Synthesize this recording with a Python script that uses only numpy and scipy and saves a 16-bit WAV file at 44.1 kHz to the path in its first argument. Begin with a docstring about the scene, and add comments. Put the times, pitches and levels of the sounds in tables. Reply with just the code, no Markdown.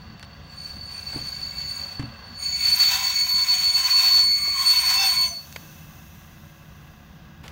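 """Friction-driven squeal of a braking railcar

A diesel railcar rolls up to a country platform, heard from the grass beside the track. Its two engines
run throughout: firing pulses and filtered noise, with a hum of shaft multiples and a thin whine.
Brake blocks ring steel modes with noisy slips and set the wheels squealing as beating tones with
overtones and rasp; moans and short squawks join in, and bleeding air hisses as coloured noise.
Two dull thumps ring low modes during the approach, and dry stalks crack close by as noise bursts."""
import sys
import numpy as np
from scipy import signal
from scipy.fft import rfft, irfft, next_fast_len
from scipy.io import wavfile

SR = 44100
rng = np.random.default_rng(int(sys.argv[2]) if len(sys.argv) > 2 else 0)


def store_pcm(level_fs):
    """Save levels as 16-bit WAV."""
    pcm = np.round(np.clip(level_fs, -1, 1) * 32767).astype(np.int16)
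    wavfile.write(sys.argv[1], SR, np.atleast_2d(pcm).T)


N = 331191
T = np.arange(N) / SR
TOP_HZ = 15750  # upper band limit


def undb(db):
    """Logarithmic level: decibels to amplitude gain."""
    return 10 ** (np.asarray(db) / 20)


def curve(rows, axis=1):
    """Linear interpolation: one column of a table, joined by straight lines in time."""
    rows = np.asarray(rows, float)
    return np.interp(T, rows[:, 0], rows[:, axis])


def unit(x):
    """Normalisation: scale to rms 1."""
    return x / np.sqrt(np.mean(np.abs(x) ** 2))


def shape(x, response):
    """Linear filtering: multiply the spectrum by a gain that is a function of frequency."""
    size = next_fast_len(N, True)
    hz = np.arange(size // 2 + 1) * SR / size + 1e-3
    return irfft(rfft(x, size) * response(hz), size)[:N]


def colour(x, points):
    """Spectral envelope: filter by (f/Hz, level/dB) points on a logarithmic f axis; rms 1."""
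    hz, db = np.transpose(points)
    return unit(shape(x, lambda f: undb(np.interp(np.log(f), np.log(hz), db))))


def resonance(f, hz, width):
    """Damped oscillator: complex gain of one resonance, 1 at its centre."""
    return 1 / (1 + 1j * (f * f - hz * hz) / (f * width))


def walk(rate):
    """Band-limited chance: random values, `rate` per second, joined by lines; rms 1."""
    steps = rng.standard_normal(int(N / SR * rate) + 4)
    return unit(np.interp(T * rate + rng.random(), np.arange(len(steps)), steps))


def scatter(width_hz, skirt_hz):
    """Random excitation: wandering size and phase of a tone, as low-passed complex noise; rms 1."""
    z = rng.standard_normal(N) + 1j * rng.standard_normal(N)
    for hz in (width_hz / 2, skirt_hz, skirt_hz):
        z = signal.lfilter([1], [1, -np.exp(-2 * np.pi * hz / SR)], z)
    return unit(z)


def turn(hz):
    """Phase accumulation: running phase of a frequency curve."""
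    return 2 * np.pi * np.cumsum(hz) / SR


def tone(phase, size=1):
    """Phasor rotation: a sine of rms 1, times a real or complex size."""
    return np.sqrt(2) * np.real(size * np.exp(1j * phase))


SWELL_EDGE = 2.1  # higher gives a flatter top and steeper flanks


def swell(centre_s, length_s):
    """Bell envelope: a rounded rise and fall, 1 at its centre and 0.61 at the ends of its length."""
    return np.exp(-np.abs(2 * (T - centre_s) / length_s) ** SWELL_EDGE / 2)


def underframe(x):
    """Multipath interference: short echoes among steel parts cut fine peaks and notches into a noise."""
    t = T[:SR // 25]
    echoes = rng.standard_normal(len(t)) * np.exp(-t / .015)
    return x + undb(-6.5) * signal.fftconvolve(x, echoes / np.linalg.norm(echoes))[:N]


# exhaust level, for the weighted sum of thud and rumble: t/s, level/dB
ENGINE_LEVEL = [(0, -46), (2.2, -47), (2.8, -49), (7.5, -49.5)]
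# relative spectrum of the exhaust rumble: f/Hz, level/dB
ENGINE_COLOUR = [(20, -25), (31, 0.5), (42, -12), (62, 5.5), (80, 6), (105, -2), (140, 1), (215, -3),
                 (270, -9.5), (360, -17.5), (480, -23), (800, -27), (2000, -57)]


def exhaust(cycle):
    """Periodic impulses: six unequal cylinders thud through the silencer over a noisy rumble."""
    fired = np.flatnonzero(np.diff(np.floor(cycle)))
    cylinders_db = np.array([-1.5, -3.5, -1.5, -10.5, -0.5, 1.5])
    firing_db = cylinders_db[np.arange(len(fired)) % len(cylinders_db)]
    pulses = np.zeros(N)
    pulses[fired] = undb(firing_db + 0.67 * rng.standard_normal(len(fired)))
    # the silencer leaves only the lowest few multiples of the firing rate
    thud = unit(shape(pulses, lambda f: resonance(f, 72, 60) ** 2))
    thud_db = -8 + np.interp(T, [5, 5.7], [0, -4])
    rumble = colour(rng.standard_normal(N) * undb(2.0 * walk(24)), ENGINE_COLOUR)
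    return undb(curve(ENGINE_LEVEL)) * (undb(thud_db) * thud + undb(0.9) * rumble)


# partials of the second engine's hum: multiple of the shaft rate, level/dB before the swell
HUM = [(5, -70), (6.5, -63.5), (7, -64), (9, -72.5), (10, -78.5), (12, -54), (13, -56.5), (16, -62.5),
       (17, -62.5), (26, -66.5)]
# gain over the whole hum: t/s, level/dB
HUM_SWELL = [(0, -5), (4.4, -14), (5.2, -8), (5.7, 0.5), (7.5, 1)]
SHAFT_HZ, HUM_WAVER_DB = 12.59, 1.6


def hum():
    """Harmonic series: the second engine sounds whole and half multiples of its shaft rate."""
    shaft = turn(SHAFT_HZ * (1 + 0.0021 * walk(5)))
    partials = 0
    for k, db in HUM:
        phase = round(2 * k) / 2 * shaft + 2 * np.pi * rng.random()
        partials += undb(db + HUM_WAVER_DB * walk(4)) * tone(phase)
    return undb(curve(HUM_SWELL)) * partials


# engine clatter: t/s, level/dB
CLATTER = [(0, -50.5), (1.0, -49), (2.3, -47.5), (2.7, -52.5), (5.1, -54), (5.7, -53), (7.5, -54.5)]
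# its relative spectrum: f/Hz, level/dB
CLATTER_COLOUR = [(250, -23), (450, -6.5), (750, 1), (900, -4), (1070, 3), (1350, -4), (1570, 1),
                  (2200, -7.5), (2700, -9), (3600, -10), (4500, -13), (6600, -19), (8200, -37), (9700, -36),
                  (13700, -44.5), (15000, -18)]


def clatter(cycle):
    """Amplitude modulation: noise jumps up at each firing and decays within the cycle."""
    gate = (1 + 0.44 * np.exp(-(cycle % 1) / 0.236)) * undb(0.67 * walk(9))
    noise = underframe(rng.standard_normal(N) * gate)
    return undb(curve(CLATTER)) * colour(noise, CLATTER_COLOUR)


# thin whine of the engine: t/s, f/Hz, level/dB
WHINE = [(0, 2706, -65), (1.8, 2670, -53), (2.4, 2672, -63), (5.5, 2637, -60.5), (7.5, 2645, -68.5)]


def whine():
    """Narrow-band noise: a gliding tone of wandering size and phase."""
    return undb(curve(WHINE, axis=2)) * tone(turn(curve(WHINE)), scatter(width_hz=67, skirt_hz=220))


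# mean firing rate of the main engine: t/s, f/Hz
FIRING_RATE = [(0, 30.02), (4.8, 30.45), (5.6, 32.33), (7.5, 31.8)]


def engines():
    """Common periodicity: one firing cycle drives exhaust and clatter; hum and whine run beside it."""
    cycle = np.cumsum(curve(FIRING_RATE) * (1 + 0.0043 * walk(4))) / SR
    return exhaust(cycle) + hum() + clatter(cycle) + whine()


# relative spectrum of the escaping air: f/Hz, level/dB
AIR_COLOUR = [(1500, -9), (2650, -7), (3300, -1.5), (4500, -9.5), (5600, -2), (6000, 3.5), (6300, -3),
              (6650, 2), (7200, -9), (8200, -14), (9000, -8.5), (10400, -13.5), (11800, -4), (13700, -8),
              (14700, 4), (15700, -3.5)]
AIR_FULL_S, AIR_ATTACK_S = 5.28, .3  # time of full opening, and the rise before it
AIR_DB, AIR_FALL_DB_PER_S = -45.5, 9.5


def air():
    """Turbulent jet noise: a thin hiss that sinks with the pressure in the brake pipe."""
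    since = T - AIR_FULL_S
    opening = np.clip(1 + since / AIR_ATTACK_S, 0, 1)
    db = AIR_DB - AIR_FALL_DB_PER_S * np.maximum(since, 0) + 0.32 * walk(14)
    return opening * undb(db) * colour(underframe(rng.standard_normal(N)), AIR_COLOUR)


# grass brushing close by: t/s, level/dB
RUSTLE = [(0, -100), (7.42, -100), (7.436, -46), (7.51, -49.5)]


def rustle():
    """Random excitation: grass brushes as fluttering coloured noise."""
    spectrum = [(40, -11), (130, 0), (450, 4), (1200, 3), (3500, -4), (9000, -18.5), (15000, -17)]
    grass = colour(rng.standard_normal(N) * undb(1.9 * walk(250)), spectrum)
    return undb(curve(RUSTLE)) * grass


# dull thumps: t/s, peak level/dB, push length/s
THUMPS = [(1.147, -33, 0.0035), (1.16, -22, 0.001), (1.199, -36, .003), (1.212, -33, 0.0016),
          (1.996, -18, 0.0015), (2.036, -25.5, 0.0014)]
# the low modes they ring: f/Hz, relative level/dB, t60/s
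THUMP_MODES = [(121.5, -0.5, 0.34), (141, 1.5, 0.19), (223.3, -9, 0.45), (278, 4, 0.12), (410, -17, .07)]


def thumps():
    """Impulse response: soft pushes ring low, decaying modes."""
    out, t = np.zeros(N + SR), T[:SR // 3]
    ring = sum(undb(db - 60 * t / t60) * np.sin(2 * np.pi * hz * t) for hz, db, t60 in THUMP_MODES)
    for s, db, push in THUMPS:
        blow = signal.fftconvolve(ring, np.exp(-np.pi * t / push))[:len(t)]
        out[int(s * SR):][:len(t)] += undb(db) * blow / np.abs(blow).max()
    return out[:N]


# cracks and scuffs close by: t/s, peak level/dB, ring f/Hz, t60/s
CRACKS = [(.196, -32.5, 2750, 0.003), (.228, -29.5, 1880, 0.0079), (0.232, -31, 1690, 0.0096),
          (.242, -40, 2000, 0.018), (.248, -38, 2180, .008), (1.129, -32.5, 1000, 0.075),
          (1.143, -35, 620, 0.12), (1.161, -30.5, 320, 0.29), (1.995, -27, 1480, 0.077),
          (2.026, -31, 1300, 0.034), (4.478, -33, 420, 0.036), (5.526, -29.5, 3100, 0.0097),
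          (5.561, -22.5, 1470, 0.02), (5.564, -27.5, 1410, .012), (7.48, -28, 2640, 0.013)]


def cracks():
    """Transient excitation: dry stalks snap as decaying noise through one broad resonance."""
    out, t = np.zeros(N + SR), T[:SR // 3]
    for s, db, hz, t60 in CRACKS:
        burst = rng.standard_normal(len(t)) * undb(-60 * t / t60)
        snap = signal.lfilter(*signal.iirpeak(hz, 1.2, fs=SR), burst)
        # low scuffs carry no treble
        snap = signal.lfilter(*signal.butter(2, min(5 * hz, TOP_HZ), fs=SR), snap)
        out[int(s * SR):][:len(t)] += undb(db) * snap / np.abs(snap).max()
    return out[:N]


# moans of the bogie under braking: centre t/s, length/s, f/Hz, level/dB before MOAN_LIFT_DB
MOANS = [(3.04, 0.14, 1032, -41.5), (3.4, 0.23, 1024, -43.5), (3.963, 0.37, 1053, -40),
         (4.467, 0.16, 1157, -45.5), (4.62, 0.11, 1073, -37.5), (4.92, 0.37, 1033, -39.5),
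         (5.212, 0.09, 1022, -42)]
MOAN_LIFT_DB = 2.0


def moan():
    """Low-mode friction vibration: the bogie moans in rough, swelling tones."""
    out = 0
    for s, length, hz, db in MOANS:
        rough_tone = tone(2 * np.pi * hz * T, scatter(width_hz=56, skirt_hz=139))
        out += undb(db + MOAN_LIFT_DB) * swell(s, length) * rough_tone
    return out


# short squawks: centre t/s, length/s, f/Hz at the centre, level/dB before roughening
SQUAWKS = [(3.01, .14, 790, -41), (5.02, .17, 775, -34), (5.09, .11, 725, -39), (5.02, .13, 1560, -36.5),
           (5.01, .17, 2662, -28.5), (5.02, .18, 3560, -30.5), (5.02, .13, 5222, -31),
           (5.02, .13, 6230, -35), (5.27, .25, 668, -45.5), (5.28, .15, 6126, -37.5), (5.2, .14, 2226, -35)]


def squawk():
    """Stick-slip oscillation: single modes squawk as the blocks start to stick."""
    out = np.zeros(N)
    waver, rough = walk(45), 0.6 + 0.6 * scatter(width_hz=50, skirt_hz=157)
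    for k, (s, length, hz, db) in enumerate(SQUAWKS):
        i = np.flatnonzero(np.abs(T - s) < length / 2)
        own = (i + k * len(i)) % N  # each reads its own stretch of the waver
        pitch = hz * (1 - 0.07 * (T[i] - s)) + 9 * waver[own]  # sags as the wheel slows
        envelope = np.cos(np.pi * (T[i] - s) / length)
        out[i] += undb(db) * envelope * tone(turn(pitch), rough[own])
    return out


# the brake blocks are pressed on twice: on t/s, off t/s
BRAKINGS = [(.5, 1.98), (2.38, 5.33)]
BITE_S, RELEASE_S, RELEASED_DB = 0.045, .16, -7  # overtones, rasp and rubbing drop while blocks hang loose


def contact_db():
    """Contact force: 0 dB while the blocks are pressed on, less when they are released."""
    pressed = 0
    for on, off in BRAKINGS:
        ramps = np.minimum((T - on) / BITE_S, (off - T) / RELEASE_S)
        pressed += np.clip(ramps + .5, 0, 1)
    return RELEASED_DB * (1 - pressed)


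# wheel squeal under the first, light application of the brake: t/s, level/dB
LIGHT_BRAKING = [(0, -56.5), (.44, -57.5), (.62, -38.5), (.8, -44), (1.15, -34), (1.8, -33), (2.15, -51)]
# and under the second, hard one: t/s, level/dB
HARD_BRAKING = [(2.3, -44), (2.38, -38.5), (2.44, -28.5), (2.58, -26.5), (2.74, -18.5), (2.94, -17.5),
                (3.1, -24.5), (3.27, -19), (3.9, -17.5), (4.17, -16), (4.4, -21.5), (4.55, -24.5),
                (4.7, -14.5), (4.96, -22.5), (5.261, -18.5), (5.3, -30), (5.37, -33), (5.461, -52.5),
                (5.7, -63.5)]
SQUEAL = LIGHT_BRAKING + HARD_BRAKING
LOUD_DB = -23.5  # squeal level at which overtones, rasp and rubbing are given


def driven(db, growth):
    """Nonlinear growth: gain of a sound that needs contact and rises by `growth` dB per dB of squeal."""
    return undb(LOUD_DB + db + growth * (curve(SQUEAL) - LOUD_DB) + contact_db())


# resonances of the brake gear: f/Hz, width/Hz, relative level/dB
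BRAKE_MODES = [(753, 94, -6.5), (990, 19, -5.5), (1600, 390, -8), (2013, 250, -1), (2447, 74, 1.5),
               (2655, 60, 2), (3065, 140, -1), (3270, 140, -3.5), (3544, 41, -3.5), (3655, 190, -0.5),
               (4670, 90, -4.5), (5210, 73, -9.5), (5710, 180, -1.5), (6156, 67, -2), (6450, 140, -3),
               (6900, 350, -4), (7535, 68, -7.5), (7800, 98, -6.5), (9560, 90, -17), (10030, 49, -13),
               (11100, 30, -18), (12250, 110, -20), (14480, 90, -4.5), (14680, 80, -6.5),
               (15200, 300, -6.5)]


def brake_gear(grain):
    """Modal resonance: dense uneven slips ring the brake gear, each mode coming and going."""
    gear = 0
    for hz, width, db in BRAKE_MODES:
        slips = grain * rng.standard_normal(N)
        ring = shape(slips, lambda f: resonance(f, hz, width) * resonance(f, hz, 4 * width))
        gear += undb(db + 2.66 * walk(13)) * unit(ring)
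    return unit(gear)


def scrape(grain):
    """Broadband friction: the same grain roughens a coloured noise with underframe echoes."""
    spectrum = [(550, -60.5), (750, -14), (1300, -1), (1700, 1.5), (2300, -13), (4000, 0.5),
                (6500, -5), (8400, -12.5), (13800, -14.5), (15300, 0.0)]
    return colour(underframe(grain * rng.standard_normal(N)), spectrum)


# the blocks grind in swells as the wheels turn: centre t/s, length/s, drive level/dB
GRINDS = [(2.918, 0.42, -32.5), (3.472, 0.24, -35.5), (3.98, 0.37, -33.5), (4.793, 0.3, -32),
          (5.01, 0.25, -33.5)]
RUB_DB = -22.5  # steady rubbing drive, against the squeal


def grind():
    """Sliding friction: swells and squeal-linked rubbing add in power to drive gear and scrape."""
    grain = undb(1.2 * walk(300) + 2.1 * walk(25))
    swells = sum((undb(db) * swell(s, length)) ** 2 for s, length, db in GRINDS)
    force = np.sqrt(swells + driven(RUB_DB, growth=0.64) ** 2)
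    return force * (undb(2.0) * brake_gear(grain) + undb(3.0) * scrape(grain))


def voice(width_hz, loose):
    """Phase diffusion: a loose contact spreads a partial into a narrow cluster with wide, rough skirts."""
    cluster = scatter(width_hz, skirt_hz=89.2)
    skirts = undb(-8) * scatter(width_hz=220, skirt_hz=1200)
    return np.sqrt(1 - loose) + np.sqrt(loose) * (cluster + skirts)


# overtones: multiple, level/dB against the squeal, growth in dB per dB, width/Hz, waver/dB
PARTIALS = [(2, -24.5, 0.77, 53, 2.5), (3, -26.5, 1, 95, 2.4)]


def overtones(phase, share, hard_db):
    """Harmonic distortion: whole multiples of the squeal rise with its level."""
    out = 0
    for k, db, growth, width, waver_db in PARTIALS:
        gain = driven(db + hard_db + waver_db * walk(20), growth)
        out += gain * tone(round(k) * phase, voice(width, loose=share ** .33))
    return out


# rasp at odd halves of the squeal pitch: multiple, width/Hz, relative level/dB
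RASP = [(.5, 90, 0.5), (1.5, 85, 2), (2.5, 76, -16.5), (3.5, 110, -6.5)]
RASP_DB, RASP_GROWTH = -17.5, 1.4  # against the squeal; dB gained per dB of squeal
RASP_TOP_DB, RASP_WAVER_DB = -40, 1.8  # the common gain grows no further than the top


def rasp(phase, hard_db):
    """Period doubling: slips on every other cycle add a rasp between the overtones."""
    out = 0
    for k, width, db in RASP:
        partial = tone(round(2 * k) / 2 * phase, scatter(width, skirt_hz=320))
        out += undb(db + RASP_WAVER_DB * walk(9)) * partial
    return np.minimum(driven(RASP_DB + hard_db, RASP_GROWTH), undb(RASP_TOP_DB)) * out


# the pitch sinks and the tone clears:
# t/s, how far pitch and scatter stand above their late values (0-1)
EARLINESS = [(0, 1), (1.3, .95), (2.8, .45), (3.4, .12), (4.2, 0)]
# moments when the tone hardens: centre t/s, length/s, level/dB added to overtones and rasp
HARDENING = [(1.78, 0.18, 4), (2.406, 0.046, 6), (2.7, .16, 6), (5.0, 0.36, 9.5)]
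# the wheel briefly loses its grip and the squeal stutters: t/s, dip/dB
STUTTERS = [(2.913, 11), (2.979, 14), (3.025, 12), (3.13, 9.5), (3.271, 7), (3.458, 22), (3.561, 7.5),
            (3.619, 10.5), (3.729, 15), (3.83, 9.5), (3.889, 13), (4.021, 8), (4.4, 5.5), (4.635, 11.5),
            (4.815, 11)]
STUTTER_S = .022  # length of each dip
LATE_HZ, EARLY_RISE_HZ = 4448, 40  # late pitch, and how much higher it starts
LATE_SCATTER, EARLY_SCATTER = .02, .7  # scattered share of the tone, 0-1
FLUTTER_PER_S, FLUTTER_DB = 30, 2.1  # lighter flutter; depth scale, eased as the tone scatters
# how much sharper a second wheel sings, late and early, and its wander
LATE_BEAT_HZ, EARLY_BEAT_HZ, BEAT_WANDER_HZ = 14, 42, 12
OTHER_WHEEL_DB, EARLY_WHEEL_DB = -19, 14  # its late level against the first, and what is added early


def squeal():
    """Self-excited friction vibration: two wheels sing on one mode and beat, with overtones and rasp."""
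    early = curve(EARLINESS)
    phase = turn(LATE_HZ + EARLY_RISE_HZ * early + 2 * walk(30))
    share = np.clip(LATE_SCATTER + (EARLY_SCATTER - LATE_SCATTER) * early ** 2, 0, 1)
    beat_hz = LATE_BEAT_HZ + (EARLY_BEAT_HZ - LATE_BEAT_HZ) * early + BEAT_WANDER_HZ * walk(12)
    other_wheel = undb(OTHER_WHEEL_DB + EARLY_WHEEL_DB * early) * np.exp(1j * turn(beat_hz))
    # friction caps the swing, so the flutter has round tops and sharp dips
    slip = np.logaddexp(0, 2 * walk(FLUTTER_PER_S))
    flutter = unit(undb(-FLUTTER_DB * slip * np.sqrt(1 - share)))
    stutter_db = sum(db * swell(s, STUTTER_S) for s, db in STUTTERS)
    wheels = tone(phase, voice(width_hz=112, loose=share) + other_wheel)
    fundamental = undb(curve(SQUEAL) - stutter_db) * flutter * wheels
    hard_db = sum(db * swell(s, length) for s, length, db in HARDENING)
    return fundamental + overtones(phase, share, hard_db) + rasp(phase, hard_db)


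FRICTION_LOW_HZ = 600  # low cut of the grinding, moans and squawks: they are thin below this


def scene():
    """Superposition: all sources add at one microphone in the open air."""
    background = engines() + air() + rustle() + thumps() + cracks()
    friction = grind() + moan() + squawk()
    brakes = shape(friction, lambda f: 1 / np.hypot(1, (FRICTION_LOW_HZ / f) ** 10))
    ring_out = np.interp(T, [5.65, 6.0], [1, 0])  # the wheels fall silent
    return (background + brakes + ring_out * squeal())[None]


def record(dry):
    """Band limiting: a steep low-pass removes the treble above TOP_HZ."""
    return signal.sosfilt(signal.ellip(12, .1, 80, TOP_HZ, fs=SR, output="sos"), dry)


dry = scene()
out = record(dry)
store_pcm(out)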